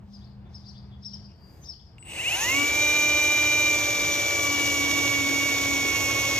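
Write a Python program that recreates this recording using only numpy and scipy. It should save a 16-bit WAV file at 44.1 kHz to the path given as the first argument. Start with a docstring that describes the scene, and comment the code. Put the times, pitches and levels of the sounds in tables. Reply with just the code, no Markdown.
"""Small birds chirp outside an open garage over a low rumble and a hum; then a brushless drill spins up.
It whines, bites into a sheet-steel panel with a step bit and slows, while the panel rumbles.
Birds are gliding tones and hoarse noise. The motor is tones locked to the shaft angle and to its switching
drive. Rumble, hiss, gear noise and rattle are coloured noise, and a fine crackle is noise in bursts."""
import sys
import numpy as np
from scipy import signal
from scipy.fft import rfft, irfft, next_fast_len
from scipy.io import wavfile
from scipy.ndimage import map_coordinates

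SR = 44100
rng = np.random.default_rng(int(sys.argv[2]) if len(sys.argv) > 2 else 0)


def transcribe(signal):
    """Save signal, clipped to [-1, 1], as a 16-bit WAV file at the path in sys.argv[1]."""
    frames = np.atleast_2d(signal).T
    limited = np.clip(frames, -1, 1)
    pcm = np.round(limited * 32767).astype(np.int16)
    wavfile.write(sys.argv[1], SR, pcm)


N = 282107
T = np.arange(N) / SR  # s
SIDES = np.array([[.5], [-.5]])  # left, right halves of a stereo difference

# Outdoor rumble. Each row: frequency in Hz, relative level in dB.
OUTSIDE = [(15, -59), (25, -22), (41, -11), (71, 2), (174, -10), (209, -10.5), (250, -19.5), (331, -20),
           (604, -29.5), (655, -24.5), (784, -25), (902, -27), (3000, -44), (3900, -67), (6600, -120)]
# Faint high air. Each row: frequency in Hz, relative level in dB.
AIR = [(1500, -41), (3000, -5), (4500, -8), (6500, -17), (9000, -16), (15000, -24)]
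# Tones of the hum. Each row: frequency in Hz, level in dB.
HUM = [(124, -51.5), (201, -51.5)]
# Reverberation of the garage. Each row: frequency in Hz, decay time over 60 dB in s.
GARAGE = [(200, 0.71), (3000, 0.75), (6000, 0.35), (9000, 0.41), (14000, 0.15)]
# Stereo image by frequency, opposite in phase around 9-10 kHz. Each row: frequency in Hz,
# phase by which left leads in rad, likeness 0-1, left over right in dB.
STEREO = [(100, 0, 0.96, 1), (362, 1.05, 0.99, 3), (764, -1, 0.9, 1.5), (1330, 0.35, 0, -.5),
          (2270, 1.22, 0.98, 0), (4100, 1.67, 0.67, 1.5), (4440, 1.74, 0.8, 4), (5900, 1.1, 0.6, -2),
          (6800, 0.9, 0.74, 1), (8020, 1.45, 1, 3.5), (8680, np.pi, 1, 1), (10750, np.pi, 1, 0.5),
          (11370, 5.5, 1, -0.5), (13100, 2 * np.pi, 1, 0), (15000, 9, 0.98, -0.5)]

# Chirps of the near bird. Each row: time of the top in s, top in Hz, rise in s, fall in s, relative level in dB.
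CHIRPS = [(.138, 5270, .014, 0.037, -51), (.549, 5450, 0.012, 0.032, -44.5),
          (.688, 5680, 0.019, 0.022, -48.5), (1.055, 5550, 0.018, .036, -37),
          (1.136, 5570, 0.0055, .026, -38), (1.687, 5530, .006, 0.036, -36)]
# Shape of every chirp. Each row: stage (-1 start, 0 top, 1 end of the fall), Hz below the top, loudness 0-1.
CHIRP_SHAPE = [(-1, 2200, 0.08), (-0.43, 1248, 0.09), (-.3, 348, 0.6), (0.025, -1, 0.74), (.35, 180, 1),
               (.65, 420, 0.68), (1, 798, 0.13), (1.2, 1502, 0.04)]
# Soft hoarse notes. Each row: time in s, centre in Hz, half length in s, slide in Hz per s, relative level in dB.
CHEEPS = [(0.231, 3700, .018, 24000, -63), (0.247, 4910, .008, 30000, -60), (0.272, 4450, 0.021, 0, -65.5),
          (.47, 3530, .02, -2, -71), (.61, 4970, .008, -1, -58), (0.65, 3900, .012, 40000, -63),
          (0.675, 4870, .022, -0.5, -52.5), (0.703, 4720, .013, -35000, -54),
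          (0.765, 3470, 0.018, 20000.5, -59.5), (0.782, 4860, 0.022, -0.5, -57.5),
          (0.935, 3380, .022, -4000, -62), (1.035, 5200, 0.0098, 20000, -51),
          (1.117, 5360, 0.011, 11998, -50), (1.14, 3150, .011, 5998, -58), (1.256, 4880, 0.015, -0.5, -54),
          (1.642, 3750, .008, 80000, -60), (1.644, 6200, .022, -4000, -54), (1.668, 5220, 0.017, -1, -46.5),
          (1.727, 4850, .012, -25000, -48.5), (1.741, 3200, .008, 0, -61), (1.801, 3450, .006, 24999, -61)]
# Hoarse part of a chirp. Each row: frequency in Hz, relative level in dB.
RASP = [(2300, -36), (3200, -7), (4200, -3), (5200, 2), (6200, -3), (7200, -21), (10000, -21), (15000, -45)]
# What the walls return of the song. Each row: frequency in Hz, gain in dB.
WALLS = [(3000, 0), (4000, 1), (4700, 4.5), (5100, -3), (5600, -3)]

# Trigger and first kick of the motor. Each row: time in s, level in dB.
CLICKS = [(1.983, -45.5), (2.026, -39)]
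# Housing when knocked. Each row: frequency in Hz, relative level in dB.
KNOCK = [(800, -29), (1700, -25), (2200, -5), (2850, 5), (3150, -25), (6500, -30), (15000, -38)]

# Shaft speed after the soft start, sagging as the bit bites. Each row: time in s, turns per s.
SHAFT_SPEED = [(2.5, 261), (2.55, 278.5), (2.6, 286.2), (2.72, 291.8), (2.85, 296.6), (3.65, 296.5),
               (3.8, 293.1), (4.07, 291.9), (4.28, 290), (4.58, 285.7), (4.7, 285.3), (4.78, 283),
               (5.17, 281.8), (5.26, 279), (5.46, 281.2), (5.56, 279.2), (5.72, 279.5), (6.02, 276.4),
               (6.25, 276.5), (6.39, 274.2)]
# Noise of the panel. Each row: frequency in Hz, relative level in dB.
PANEL = [(25, -51), (45, -26), (75, 0.5), (110, 6), (160, -9.5), (205, -10.5), (300, 2), (440, -2.5),
         (580, 2.5), (760, -3.5), (1050, -4), (1300, -12), (2000, -37), (4000, -74)]
# Ringing modes of the steel sheet. 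Each row: frequency in Hz, boost in dB.
PANEL_MODES = [(150, 7), (177, 8.5), (238, 2.5), (322, 5.5), (342, 5.5), (376, 3.5), (393, 5), (441, 9.5),
               (472, 6), (555, 2), (763, 3.5), (812, 4), (965, 5)]
# Noise of the gears. Each row: frequency in Hz, relative level in dB.
GEARBOX = [(500, -14.5), (1300, -5.5), (1800, 0), (2350, -2), (2650, 1), (3400, 1), (4200, -1), (5000, -5),
           (7000, -17), (15000, -19)]
# High hiss of the running drill. Each row: frequency in Hz, relative level in dB.
HISS = [(3000, -57), (5000, -12), (5600, -1.5), (6300, 1), (6850, -1), (7300, -10.5), (8500, -11),
        (9500, -12), (11000, -16.5), (13200, -13.5), (15000, -18.5), (15800, -64)]
# Rattle of the housing. Each row: frequency in Hz, relative level in dB.
RATTLE = [(300, -10), (800, 18), (1300, -31), (2000, 19.5), (2450, 21), (2800, 30.5), (2950, 27), (3120, 9),
          (4500, -8), (15000, -2)]
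# Fine crackling grain of the running drill. Each row: frequency in Hz, relative level in dB.
CRACKLE = [(700, -14), (1600, -2), (2400, -2), (3400, 1), (4800, -2), (6200, 3), (7400, -13), (13000, -17),
           (15000, -26)]

# Unbalance meeting narrow panel resonances. Each row: shaft speed in Hz, relative level in dB.
THROB = [(200, -71), (275, -39), (276.8, -41.5), (279.5, -33.5), (283, -36), (284.5, -39), (286.5, -34),
         (289.8, -49.5), (291.5, -41), (297, -42)]
# Shaft overtones. Each row: multiple of shaft speed, relative level in dB running light, the same under load.
OVERTONES = [(2, -40.5, -46.5), (3, -48, -62), (4, -45, -44.5), (5, -46, -51.5), (10, -38.5, -43.5),
             (12, -50, -45), (13, -35.3, -46.5)]
# Gear mesh lines. Each row: multiple of shaft speed, relative level in dB running light, the same under load.
GEARS = [(.2715, -57, -45.5), (.398, -59, -44.5), (1.15, -52, -45), (4.048, -52.5, -51), (12.2, -53, -54),
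         (14.36, -66, -55), (16.46, -59, -49), (19.57, -45, -46.5), (20.38, -41.5, -48.5),
         (20.47, -43.5, -41), (22.36, -58, -50), (23.4, -57, -52), (41.1, -54, -64)]
# Standing waves met by the strongest lines, keyed by rounded multiple of shaft speed.
# Each row: shaft speed in Hz, gain in dB.
GEAR_WAVES = { "2": [(275, 0), (279, -2.5), (286, -2), (289, 5), (296.5, -0.5)], "4": [(276.5, 2),
              (278.5, -3), (282, 1), (285, -4), (287.5, 3.5), (290.3, -7.5), (293, -1)], "10": [(274, -4),
              (276.8, 3.5), (279, -8), (281.5, 6), (283, 3), (285.5, 6), (289.7, -7), (291.8, -4),
              (293.3, -16), (296.5, 0)], "13": [(274, -4), (277, 1), (279.3, 2), (282, 3), (286, -6),
              (289, -17), (292.2, 6), (293.5, -3), (296.5, 0.5)]}
# Magnetic pull. Each row: multiple of shaft speed, relative level in dB at full current.
POLES = [(4, -43.5), (5, -48), (8, -59), (10, -62), (12, -58), (16, -50.5), (20, -48), (28, -48.5),
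         (32, -54)]
# Switching sidebands. Each row: multiple of the switching rate, multiple of shaft speed added,
# relative level in dB, change under full load in dB.
SIDEBANDS = [(1, -4, -41, -2.5), (1, 4, -36, 2), (1, 8, -45.5, -9), (1, -8, -51, 4.5), (1, -20, -54, -6),
             (1, -32, -59, -30)]
# Tone colour of the motor lines, faint just above 9 kHz. Each row: frequency in Hz, gain in dB.
MOTOR_COLOUR = [(350, -8), (520, -7), (620, -15), (760, 3.5), (1000, 4), (1200, -0.5), (1350, -9),
                (1700, 1), (2050, 14.5), (2400, 19), (2700, 24.5), (2900, 25), (3100, -1), (3600, 2),
                (4600, -9), (5900, 2), (6500, 12), (6780, 2.5), (8850, 2.5), (9100, -8.5), (9200, -18),
                (15000, -12)]
# Standing waves met by the whine. Each row: whine in Hz, left over right in dB, gain common to both in dB.
WHINE_WAVES = [(2200, -4, -3), (2184, 0, -5.5), (2216, -9, -4.5), (2230, -3, -3.5), (2255, -8, -3.5),
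               (2300, 8, -3), (2290, 1.5, -3), (2340, 0, -3.5), (2345, -4, -3), (2356, -2.5, 0)]

TOP_HZ = 15750
# birds
CHIRP_ROUGH, CHEEP_ROUGH = .014, .05  # trembling, share of pitch
RASP_DB, RASP_LEAD_S, RASP_FADE_S = -62.5, 0.032, 0.076  # hoarseness around each chirp
WHISTLE_S, WHISTLE_HALF_S, WHISTLE_DB = 1.46, 0.096, -64  # one thin far note
WHISTLE_HZ, WHISTLE_HZ_PER_S = 4750, 1400  # it bends upward
SONG_FLUTTER_DB = 1.2
BIRD_BALANCE_DB, BIRD_LEAD_S = 7.5, 0.00022  # left over right; lead of the song on the left
ECHO_S, ECHO_DB = 0.16, -21  # a far wall returns the song
# drive
TRIGGER_S, START_S = 1.981, 2.03  # the drive switches on; the shaft begins to turn
SPIN_UP_HZ_PER_S = 562
SURGE_ATTACK_S, SURGE_HOLD_S, SURGE_RELEASE_S = 0.34, 0.3, 0.084  # current drawn to spin up
IDLE_CURRENT, LOAD_CURRENT = 0.2, 0.055  # shares of the surge: running light, added by full pressure
BITE_S, BITE_TAKES_S = 3.667, 0.092  # the tip breaks into the steel
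FULL_SAG, SAG_POWER = 0.074, 0.47  # share of speed lost at full pressure; how pressure follows that loss
GEAR_RATIO, PLANET_ORDER = 21, .073  # shaft turns per spindle turn; planet gear turns per shaft turn
# noise: level at full speed (dB), growth with speed (power), change under full pressure (dB)
PANEL_DB, PANEL_POWER, PANEL_LOAD_DB = -38.5, 0.83, 2.5
GEAR_DB, GEAR_POWER, GEAR_LOAD_DB = -35, 1.25, -0.5
HISS_DB, HISS_POWER, HISS_LOAD_DB = -32.5, 1.9, -1
CRACKLE_DB, CRACKLE_POWER, CRACKLE_LOAD_DB = -40.5, 3, 1.5
FULL_NOISE_PACE = 0.73  # share of full speed at which gears, hiss and crackle stop growing with speed
MODE_WIDTH_HZ, MODE_WIDTH_SHARE = 4.6, 0.0066  # half width of a mode: base plus share of its frequency
HISS_WAVER_DB, HISS_DRIFT_DB, PLANET_DB = 1.1, 0.5, 0.36  # uneven hiss: quick, slow, per planet gear turn
RATTLE_DB = -34.5  # at full current
CRACKLE_PER_S, CRACKLE_DECAY_S, CRACKLE_SCATTER_DB = 300, .0012, 1.8  # rate is at full speed
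# motor tones
THROB_LAG_S = 0.018  # the resonance takes time to build up
GEAR_SLOW_DB, GEAR_SLOW_ORDER = -190, 5  # fade with lost speed, running light; steeper above this order
GEAR_PULSE_DB, GEAR_PULSE_ORDER = 3.2, 11  # swell per spindle turn; weaker above this order
MESH_ORDER, MESH_DB, MESH_HZ, MESH_WIDTH_HZ = 29.6, -33.5, 6570, 410  # high mesh, one resonance
SWITCH_HZ = 8008
WHINE_ORDER, WHINE_DB, WHINE_BITE_DB = 8, -22.5, -1  # before standing waves; change once the bit bites
WHINE_SLOW_DB, WHINE_SLOW_POWER = -165, 1.97  # fade with the shortfall in speed
SHAKE, SHAKE_LOAD = .045, .075  # running light; added at full pressure


def amp(db):
    """Decibels to gain."""
    return 10 ** (np.asarray(db) / 20)


def unit(x):
    """x at rms 1."""
    return x / np.sqrt(np.mean(x ** 2) + 1e-20)


def along(points, hz, axis=1):
    """One column of (Hz, ..) points, interpolated on a log axis."""
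    points = np.array(points, float)
    return np.interp(np.log(np.abs(hz) + 1), np.log(points[:, 0] + 1), points[:, axis])


def wobble(rate_hz):
    """A smooth random curve with rate_hz knots a second."""
    knots = rng.standard_normal(int(N * rate_hz / SR) + 4)
    return map_coordinates(knots, [T * rate_hz], order=2)


def swell(s, half_s):
    """A smooth rise and fall around a moment."""
    return np.exp(-((T - s) / half_s) ** 2)


def ramp(s, length_s):
    """0 before s, rising to 1 over length_s."""
    return np.clip((T - s) / length_s, 0, 1)


def random_phase():
    """An angle anywhere on the circle, in rad."""
    return rng.uniform(0, 2 * np.pi)


def filtered(x, response):
    """x through a complex response of frequency."""
    size = next_fast_len(N + 8192)
    return irfft(rfft(x, size) * response(np.fft.rfftfreq(size, 1 / SR)), size)[..., :N]


def stereo(hz):
    """Left and right gain and phase by frequency."""
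    return amp(SIDES * along(STEREO, hz, axis=3)) * np.exp(1j * SIDES * along(STEREO, hz, axis=1))


def rush(spectrum, bursts=1):
    """Coloured stereo noise of rms 1, steady or excited in bursts, partly alike left and right."""
    def mid_side(hz):
        turn = np.arccos(np.clip(along(STEREO, hz, axis=2), 0, 1)) / 2  # sets the likeness
        return amp(along(spectrum, hz)) * [np.cos(turn), np.sin(turn)]

    mid, side = filtered(bursts * rng.standard_normal((2, N)), mid_side)
    return unit(filtered(np.array([mid + side, mid - side]), stereo))


def line(phase, drift_db, flutter):
    """A tone of rms near 1 that drifts in level and flutters quickly in phase."""
    level = np.sqrt(2) * amp(drift_db * wobble(7))
    return level * np.sin(phase + flutter * wobble(110) + random_phase())


def garage(x):
    """The walls' diffuse answer: noise decaying at a rate set by frequency, different in each ear."""
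    hz, t, z = signal.stft(rng.standard_normal((2, SR // 2)), SR, nperseg=256)
    decay = amp(-60 * t / along(GARAGE, hz)[:, None])
    tail = signal.istft(z * decay, SR, nperseg=256)[1]
    return signal.fftconvolve(x[None], tail / np.linalg.norm(tail[0]), axes=1)[:, :N]


def background():
    """Outdoor rumble and faint high air as drifting noise, and a tonal hum that stops early on."""
    hum = sum(amp(db) * line(2 * np.pi * hz * T, drift_db=1.5, flutter=0.15) for hz, db in HUM)
    hum *= np.clip((1.35 - T) / 0.05, 0, 1)
    air = amp(-77.5 + 2.5 * wobble(7)) * rush(AIR)
    rumble = amp(-47.5 + 1.66 * wobble(8.37)) * rush(OUTSIDE)
    return rumble + air + filtered(hum, stereo)


def note(hz, rough):
    """A bird's tone of rms 1 whose pitch trembles."""
    return np.sqrt(2) * np.sin(2 * np.pi * np.cumsum(hz * (1 + rough * wobble(900))) / SR)


def chirps():
    """Notes that flick up and slide down, and the envelope of the hoarseness around them."""
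    song, hoarse = np.zeros(N), np.zeros(N)
    stages, below_hz, loudness = np.transpose(CHIRP_SHAPE)
    for s, top_hz, rise_s, fall_s, db in CHIRPS:
        stage = (T - s) / np.where(T < s, rise_s, fall_s)
        level = amp(db) * np.interp(stage, stages, loudness, left=0, right=0)
        song += level * note(top_hz - np.interp(stage, stages, below_hz), rough=CHIRP_ROUGH)
        hoarse += amp(RASP_DB) * np.exp(-np.abs(T - s) / np.where(T < s, RASP_LEAD_S, RASP_FADE_S))
    return song, hoarse


def birds():
    """Chirps, cheeps and a whistle, direct and returned by the walls; the whole is weighted to the left."""
    song, hoarse = chirps()
    for s, hz, half_s, slide_hz_per_s, db in CHEEPS:
        song += amp(db) * swell(s, half_s) * note(hz + slide_hz_per_s * (T - s), rough=CHEEP_ROUGH)
    whistle_hz = WHISTLE_HZ + WHISTLE_HZ_PER_S * (T - WHISTLE_S)
    song += amp(WHISTLE_DB) * swell(WHISTLE_S, WHISTLE_HALF_S) * note(whistle_hz, rough=0.024)
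    song *= amp(SONG_FLUTTER_DB * wobble(200))
    rasp = hoarse * rush(RASP)
    direct = filtered(song, lambda hz: np.exp(2j * np.pi * hz * BIRD_LEAD_S * SIDES)) + rasp
    returned = filtered(song + rasp[0], lambda hz: amp(along(WALLS, hz)))
    echo = amp(ECHO_DB) * garage(np.interp(T - ECHO_S, T, returned))
    return amp(BIRD_BALANCE_DB * SIDES) * (amp(-1.0) * direct + amp(-6.5) * garage(returned) + echo)


def clicks():
    """Short knocks that ring the drill's housing, and a soft rub as the hand takes its grip."""
    blows = sum(amp(db - 60 * np.abs(T - s) / 0.022) * (T >= s) for s, db in CLICKS)
    touch = amp(-67) * swell(1.31, 0.027)
    grip = amp(-58) * swell(1.576, 0.15)
    rub = rush([(150, -27), (300, -3.0), (430, -12), (700, -19), (4000, -31.5)])  # Hz, relative dB
    return (blows + touch) * rush(KNOCK) + grip * rub


def sheet(hz):
    """Gain of the steel sheet's narrow resonances."""
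    def peak(mode_hz):
        return np.exp(-((hz - mode_hz) / (MODE_WIDTH_HZ + MODE_WIDTH_SHARE * mode_hz)) ** 2)

    return amp(sum(db * peak(mode_hz) for mode_hz, db in PANEL_MODES))


def crackles(per_s):
    """Envelope of tiny bursts at random moments, each sudden and quickly gone."""
    scatter_db = CRACKLE_SCATTER_DB * np.clip(rng.standard_normal(N), -2, 2)
    sizes = (rng.random(N) < per_s / SR) * amp(scatter_db)
    return signal.lfilter([1], [1, -np.exp(-1 / (CRACKLE_DECAY_S * SR))], sizes)


def running_noise(angle, pace, load, current):
    """Panel rumble, gear noise, hiss and crackle that grow with speed, and a rattle that follows current."""
    drive = np.minimum(pace / FULL_NOISE_PACE, 1)
    spindle = np.sin(angle / GEAR_RATIO)
    # the hiss wavers slightly each spindle turn
    waver_db = (-0.1 + .5 * load) * wobble(500) + .3 * spindle + PLANET_DB * np.sin(PLANET_ORDER * angle)
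    waver_db += HISS_WAVER_DB * wobble(45) + HISS_DRIFT_DB * wobble(7)
    teeth = unit(amp(1.0 * np.sin(angle) + 0.83 * wobble(300) + .4 * spindle))
    panel_level = amp(PANEL_DB + PANEL_LOAD_DB * load ** 2 + 0.19 * wobble(24.9)) * pace ** PANEL_POWER
    panel = panel_level * unit(filtered(rush(PANEL), sheet))
    gears = amp(GEAR_DB + GEAR_LOAD_DB * load) * drive ** GEAR_POWER * teeth * rush(GEARBOX)
    hiss = amp(HISS_DB + HISS_LOAD_DB * load) * drive ** HISS_POWER * unit(amp(waver_db)) * rush(HISS)
    # torque ripple rattles the housing, mostly while the motor accelerates
    rattle = amp(RATTLE_DB) * ramp(START_S, 0.052) * current * teeth * rush(RATTLE)
    crackle_level = amp(CRACKLE_DB + CRACKLE_LOAD_DB * load) * drive ** CRACKLE_POWER
    crackle = crackle_level * rush(CRACKLE, bursts=crackles(CRACKLE_PER_S * pace))
    return panel + gears + hiss + rattle + crackle


def shaft_throb(angle, speed, pace):
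    """The shaft's unbalance, strong where its speed meets a panel resonance."""
    level_db = along(THROB, np.interp(T - THROB_LAG_S, T, speed))
    return amp(level_db) * pace * line(angle, drift_db=1.0, flutter=0.27)


def gear_lines(angle, speed, pace, bite, load):
    """Overtones and mesh tones locked to the shaft, swelling once a spindle turn, the low ones most."""
    lines = np.zeros(N)
    for order, light_db, loaded_db in [(round(k), light, heavy) for k, light, heavy in OVERTONES] + GEARS:
        loaded = bite if order > 2 else load ** 2  # the lowest change gradually with pressure, others at the bite
        swell_db = GEAR_PULSE_DB * min(GEAR_PULSE_ORDER / order, 1)
        swell_db = swell_db * np.sin(angle / GEAR_RATIO + random_phase())
        slow_db = GEAR_SLOW_DB * max(order / GEAR_SLOW_ORDER, 1) * (1 - pace)
        level_db = (1 - loaded) * (light_db + slow_db) + loaded * loaded_db
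        waves = GEAR_WAVES.get(str(round(order)))
        if waves:
            level_db = level_db + bite * along(waves, speed)
        tone = line(order * angle, drift_db=0.7 + 0.5 * load, flutter=0.13 + 0.16 * load)
        lines += amp(level_db + swell_db) * tone
    return lines


def magnetic_pull(angle, speed, pace, current):
    """Magnetic orders that follow the current, flaring and fading as their pitch sweeps the tone colour."""
    lines = np.zeros(N)
    for k, db in POLES:
        order = round(k)
        level = amp(db + along(MOTOR_COLOUR, order * speed)) * current ** 2 * np.minimum(4 * pace, 1)
        lines += level * line(order * angle, drift_db=.6, flutter=0.1)
    return lines


def high_mesh(angle, speed, current):
    """A high gear mesh that sings under torque as it sweeps through one resonance."""
    resonance = np.exp(-((MESH_ORDER * speed - MESH_HZ) / MESH_WIDTH_HZ) ** 2)
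    return amp(MESH_DB) * resonance * current * line(MESH_ORDER * angle, drift_db=.6, flutter=0.1)


def switching_sidebands(angle, speed, pace, load):
    """Tones at the drive's switching rate, shifted by multiples of the shaft speed."""
    lines = np.zeros(N)
    switching = ramp(TRIGGER_S, 0.03) * (0.072 + 0.81 * pace)
    for m, k, db, load_db in SIDEBANDS:
        gain = amp(db + load_db * load + along(MOTOR_COLOUR, m * SWITCH_HZ + k * speed))
        phase = 2 * np.pi * m * SWITCH_HZ * T + k * angle
        lines += gain * switching * line(phase, drift_db=0.5, flutter=0.12 + .35 * load)
    return lines


def motor(angle, speed, pace, bite, load, current):
    """All motor lines but the main whine, with a faint answer of the garage."""
    lines = shaft_throb(angle, speed, pace) + gear_lines(angle, speed, pace, bite, load)
    lines += magnetic_pull(angle, speed, pace, current) + high_mesh(angle, speed, current)
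    lines += switching_sidebands(angle, speed, pace, load)
    return filtered(lines + amp(-20) * garage(lines), stereo)


def whine(angle, speed, pace, bite, load):
    """The motor's main tone: it grows with speed, drops at the bite and slides through standing waves."""
    # planet gears beat against the whine and it shakes, both more under load
    beat = (0.011 + 0.056 * load) * amp(2.26 * wobble(6.3)) * np.sin(0.4 * angle + 0.76 * wobble(25))
    shake = (SHAKE + SHAKE_LOAD * load) * (wobble(170) + 1j * wobble(170))
    tone = np.exp(1j * WHINE_ORDER * angle) * (1 + beat + shake)
    level_db = WHINE_DB + WHINE_SLOW_DB * (1 - pace) ** WHINE_SLOW_POWER
    level_db += WHINE_BITE_DB * bite + 0.52 * load * wobble(12)
    level_db += along(WHINE_WAVES, WHINE_ORDER * speed, axis=2)
    balance_db = SIDES * along(WHINE_WAVES, WHINE_ORDER * speed)
    return np.sqrt(2) * amp(level_db + balance_db) * np.real(tone * np.exp(.5j * SIDES))


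def drill():
    """The shaft ramps up on a surge of current, then slows as the bit bites; lost speed tells the pressure."""
    running = np.interp(T, *np.transpose(SHAFT_SPEED))
    speed = np.clip(SPIN_UP_HZ_PER_S * (T - START_S), 0, running)
    pace = speed / speed.max()
    bite = ramp(BITE_S, BITE_TAKES_S)
    load = bite * np.minimum((1 - pace) / FULL_SAG, 1) ** SAG_POWER
    release = ramp(TRIGGER_S + SURGE_ATTACK_S + SURGE_HOLD_S, SURGE_RELEASE_S)
    surge = ramp(TRIGGER_S, SURGE_ATTACK_S) * (1 - release)
    current = np.maximum(surge, pace * (IDLE_CURRENT + LOAD_CURRENT * load))
    jitter = 1 + 0.000645 * load * wobble(25)
    angle = 2 * np.pi * np.cumsum(speed * jitter) / SR
    tones = whine(angle, speed, pace, bite, load) + motor(angle, speed, pace, bite, load, current)
    return tones + running_noise(angle, pace, load, current)


def scene():
    """Rumble and birds further off, the drill close by."""
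    return background() + birds() + clicks() + drill()


def record(dry):
    """The recorder keeps nothing above its band limit."""
    return filtered(dry, lambda hz: hz < TOP_HZ)


dry = scene()
out = record(dry)
transcribe(out)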